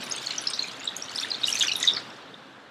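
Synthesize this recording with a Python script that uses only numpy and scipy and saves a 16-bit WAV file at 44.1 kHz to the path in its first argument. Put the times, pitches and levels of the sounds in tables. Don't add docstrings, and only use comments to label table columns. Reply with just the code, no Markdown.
import sys
import numpy as np
from scipy import signal
from scipy.fft import rfft, irfft, next_fast_len
from scipy.io import wavfile
from scipy.ndimage import uniform_filter1d

SR = 44100
rng = np.random.default_rng(int(sys.argv[2]) if len(sys.argv) > 2 else 0)


def voltage_ratio(decibels):
    exponent = np.asarray(decibels, float) / 20
    return 10 ** exponent


def to_wav(s):
    ch = np.atleast_2d(s).T
    pcm = np.round(np.clip(ch, -1, 1) * 32767)
    wavfile.write(sys.argv[1], SR, pcm.astype(np.int16))


N = 119070
LIFE_CYCLES = 8


def unit(x):
    return x / np.sqrt(np.mean(x ** 2) + 1e-20)


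def along(points, hz):
    point_hz, value = np.transpose(points)
    return np.interp(np.log(hz + 1), np.log(point_hz + 1), value)


def curves(rows):
    s, *columns = np.transpose(rows)
    return [np.interp(np.arange(N) / SR, s, column) for column in columns]


def coloured(x, spectrum):
    size = next_fast_len(N + 8192)
    gain = voltage_ratio(along(spectrum, np.fft.rfftfreq(size, 1 / SR)))
    return unit(irfft(rfft(x, size) * gain, size)[:N])


def hiss(patchy_db):
    z = signal.stft(rng.standard_normal(N + 512), nperseg=256)[2]
    field = uniform_filter1d(rng.standard_normal(z.shape), size=4, axis=0)
    field = uniform_filter1d(field, size=8, axis=1)
    return signal.istft(z * voltage_ratio(patchy_db * unit(field)), nperseg=256)[1][:N]


def bubbles(peak_s, peak_db, hz, cycles):
    typical_hz, rise = 4000, .42
    t = np.arange(-SR // 180, SR // 70) / SR
    age = t * (np.sqrt(hz * typical_hz) / cycles)[:, None]
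    swell = np.exp(-.5 * (age / rise) ** 2)
    envelope = np.where(t < 0, swell, np.exp(-np.abs(age)))
    turns = hz[:, None] * t + rng.random((len(peak_s), 1))
    ring = voltage_ratio(peak_db)[:, None] * envelope * np.sin(2 * np.pi * turns)
    at = np.clip(np.round((peak_s[:, None] + t) * SR).astype(int), 0, N)
    return np.bincount(at.ravel(), ring.ravel(), N + 1)[:N]


# peak time in seconds, envelope peak in dB before the water band, pitch in Hz.
PLINK_BUBBLES = [(0.099, -24.5, 10200), (0.114, -19, 5200), (0.123, -15, 6440), (0.1644, -25.5, 8460),
                 (0.1825, -24.5, 3500), (0.264, -25.5, 6680), (0.2711, -17, 4330), (0.3084, -24.5, 3000),
                 (0.31, -19, 4200), (0.3835, -15.5, 5920), (0.472, -19.5, 4210), (0.4735, -12.5, 5120),
                 (0.502, -23.5, 8560), (0.5457, -24, 4360), (0.5944, -15.5, 4210), (0.6262, -19, 4140),
                 (0.632, -25, 6550), (0.643, -26.5, 2430), (0.685, -29, 4130), (0.801, -32, 6900),
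                 (0.845, -30.5, 7520), (0.8567, -27.5, 7830), (0.878, -14.5, 3765), (0.967, -22, 6670),
                 (1.0246, -19.5, 5620), (1.096, -27, 4370), (1.16, -19, 5060), (1.182, -21.5, 3660),
                 (1.188, -17.5, 4210), (1.2, -19.5, 5490), (1.233, -20.5, 3560), (1.2372, -22.5, 3630),
                 (1.2483, -27, 1800), (1.307, -20, 4880), (1.318, -13, 4190), (1.346, -22.5, 3660),
                 (1.352, -21.5, 4360), (1.417, -25, 4360), (1.436, -19, 3730), (1.443, -13.5, 3815),
                 (1.456, -21.5, 5050), (1.4843, -16, 2924), (1.502, -21.5, 3100), (1.505, -23, 7240),
                 (1.528, -13.5, 5590), (1.537, -23.5, 2460), (1.555, -17.5, 6130), (1.556, -23, 2530),
                 (1.575, -25, 4250), (1.5982, -20, 6900), (1.61, -13, 3710), (1.6144, -16, 2955),
                 (1.618, -16, 3300), (1.6248, -14, 3450), (1.626, -15, 6390), (1.633, -26, 3260),
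                 (1.672, -18.5, 5700), (1.683, -16.5, 2830), (1.684, -17.5, 4520), (1.694, -23, 4170),
                 (1.6961, -21, 2460), (1.717, -18, 2900), (1.719, -20.5, 5570), (1.7224, -17.5, 4000),
                 (1.735, -26, 5760), (1.757, -16, 3760), (1.8298, -18, 6760), (1.83, -15, 3790),
                 (1.8414, -19.5, 1966), (1.852, -16.5, 6120), (1.871, -24, 3770), (1.8767, -7.5, 3750),
                 (1.8798, -11, 3530), (1.886, -9.5, 3740), (1.8908, -18, 3540), (1.9025, -19, 3600),
                 (1.9115, -35, 3750), (1.9366, -22, 5470), (1.95, -24, 4970), (1.9683, -15.5, 4540),
                 (1.979, -29, 4300), (2.103, -39.5, 5460), (2.3435, -34.5, 3600)]


def plinks(count=4):
    delay_s, lead_s = .011, .003
    pitch_share, below_db, fade_db_per_s = .088, -6.5, 150
    s, db, hz = np.transpose(PLINK_BUBBLES)
    large = bubbles(s, db, hz, np.full(len(s), LIFE_CYCLES))
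    u = rng.random((3, len(s), count))
    late_s = -delay_s * np.log(u[0])
    follow_s = s[:, None] + late_s - lead_s
    follow_db = db[:, None] + below_db - 8 * u[1] - fade_db_per_s * late_s
    follow_hz = hz[:, None] * (1 + pitch_share * (2 * u[2] - 1))
    life = np.full(late_s.size, LIFE_CYCLES)
    return large + bubbles(follow_s.ravel(), follow_db.ravel(), follow_hz.ravel(), life)


# start in seconds, base level in dB of undelayed bubbles, lowest Hz, highest Hz.
SLAPS = [(.038, -46, 8800, 15700), (.535, -36, 3600, 5960), (0.307, -43, 1940, 7640),
         (0.416, -46.5, 9400, 10900), (.965, -45.5, 6250, 15400), (1.157, -49, 7500, 11400),
         (1.21, -49, 8350, 13000), (1.474, -37.5, 5000, 12700), (1.489, -42, 6560, 12500),
         (1.546, -43, 5900, 14900), (1.597, -43.5, 3960, 11300), (1.626, -44, 4700, 13800),
         (1.764, -38.5, 9050, 13200), (1.801, -42, 5000, 11700), (1.828, -37, 3100, 8470),
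         (1.965, -38, 3170, 5380), (1.97, -45.5, 1124, 2320), (1.635, -39, 1440, 2500)]


def splashes(count=75):
    burst_s, trail_s, fade_db_per_s = .001, .018, 130
    s, db, lo_hz, hi_hz = np.transpose(SLAPS)[..., None]
    u = rng.random((3, len(s), count))
    late_s = -np.log(u[0]) * np.where(np.arange(count) % 3, trail_s, burst_s)
    spray_db = db + 7 * u[1] ** 2 - fade_db_per_s * late_s
    spray_hz = lo_hz * (hi_hz / lo_hz) ** u[2]
    return bubbles((s + late_s).ravel(), spray_db.ravel(), spray_hz.ravel(), np.full(late_s.size, 7.2))


def crackle(lo_hz, hi_hz, clump=5):
    per_s, size_spread_db, clump_s = 1050, 16, .003
    u = rng.random((int(per_s * N / SR), 4))
    drops = rng.random((-(-len(u) // clump), 2))
    drops = np.repeat(drops, clump, axis=0)[:len(u)]
    s = drops[:, 0] * N / SR - clump_s * np.log(u[:, 3])
    db = size_spread_db * (u[:, 0] ** 2 + drops[:, 1] ** 2) / 2
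    hz = lo_hz * (hi_hz / lo_hz) ** u[:, 1]
    return bubbles(s, db, hz, LIFE_CYCLES * (.5 + u[:, 2]))


# time in seconds, middle-band dB, treble-band dB.
STREAM_LEVEL = [(0, -46, -51.5), (.2, -46.5, -48.5), (.68, -49, -50.5), (.8, -49, -57.5),
                (1.05, -51.5, -52.5), (1.2, -47, -46), (1.38, -48.5, -56.5), (1.48, -46.5, -42),
                (1.65, -43, -41.5), (1.72, -50.5, -50.5), (1.85, -45.5, -43), (1.98, -51.5, -55.5),
                (2.12, -53.5, -61), (2.7, -63, -69.5)]
# frequency in Hz, relative density in dB.
MIDDLE_COLOUR = [(700, -32), (1100, -7.5), (2000, -4), (3000, 4), (3700, 6), (5500, -14), (8000, -36)]
# frequency in Hz, relative density in dB.
TREBLE_COLOUR = [(3500, -3), (4600, -1), (8000, -8), (10000, -17.5), (13500, -9.5)]


def stream():
    crackle_db, crackle_grows = 3, .75
    middle_db, treble_db = curves(STREAM_LEVEL)
    grain = voltage_ratio(crackle_db + crackle_grows * (middle_db - middle_db.mean()))

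    def layer(colour, lo_hz, hi_hz):
        return coloured(hiss(patchy_db=1.5), colour) + grain * coloured(crackle(lo_hz, hi_hz), colour)

    middle = voltage_ratio(middle_db) * layer(MIDDLE_COLOUR, 1207, 5523)
    treble = voltage_ratio(treble_db) * layer(TREBLE_COLOUR, 4245, 17250)
    return middle + treble


# frequency in Hz, time to fall 60 dB in seconds.
KITCHEN_T60 = [(1000, .3), (10000, .2)]


def kitchen(x):
    tail_db, gap_samples = -11.5, 200
    hz, t, z = signal.stft(rng.standard_normal(SR // 2), SR, nperseg=256)
    decay = voltage_ratio(-60 * t / along(KITCHEN_T60, hz)[:, None])
    tail = signal.istft(z * decay, SR, nperseg=256)[1]
    answer = np.pad(voltage_ratio(tail_db) * tail / np.linalg.norm(tail), (gap_samples, 0))
    answer[0] = 1
    return signal.fftconvolve(x, answer)[:N]


# low edge in Hz, high edge in Hz.
WATER_EDGES_HZ = [860, 10700]


def water_band(x):
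    return signal.sosfilt(signal.butter(4, WATER_EDGES_HZ, "band", fs=SR, output="sos"), x)


# time in seconds, level in dB.
RUSH_LEVEL = [(0, -42.5), (.8, -45), (1.95, -42.5), (2.15, -46), (2.7, -50)]
# frequency in Hz, relative density in dB.
RUSH_SPECTRUM = [(45, -34), (118, -6.5), (239, -4.5), (800, -5), (1600, -5.5), (2280, -15), (3500, -16.5),
                 (6000, -31), (13500, -48), (15000, -70)]


def rush():
    hum_hz, hum_width_hz, hum_db = 271, 16, -60
    level_db, = curves(RUSH_LEVEL)
    hum_colour = [(hum_hz / 2, -120), (hum_hz - 2 * hum_width_hz, -30), (hum_hz, 0),
                  (hum_hz + 2 * hum_width_hz, -30), (2 * hum_hz, -120)]
    hum = voltage_ratio(hum_db - level_db.mean()) * coloured(rng.standard_normal(N), hum_colour)
    return voltage_ratio(level_db) * (coloured(hiss(patchy_db=1.3), RUSH_SPECTRUM) + hum)


def scene():
    water = plinks() + splashes() + stream()
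    return (water_band(kitchen(water)) + rush())[None]


def top_cut(x):
    return signal.sosfilt(signal.butter(12, 15690, fs=SR, output="sos"), x)


def record(dry):
    return top_cut(dry)


dry = scene()
out = record(dry)
to_wav(out)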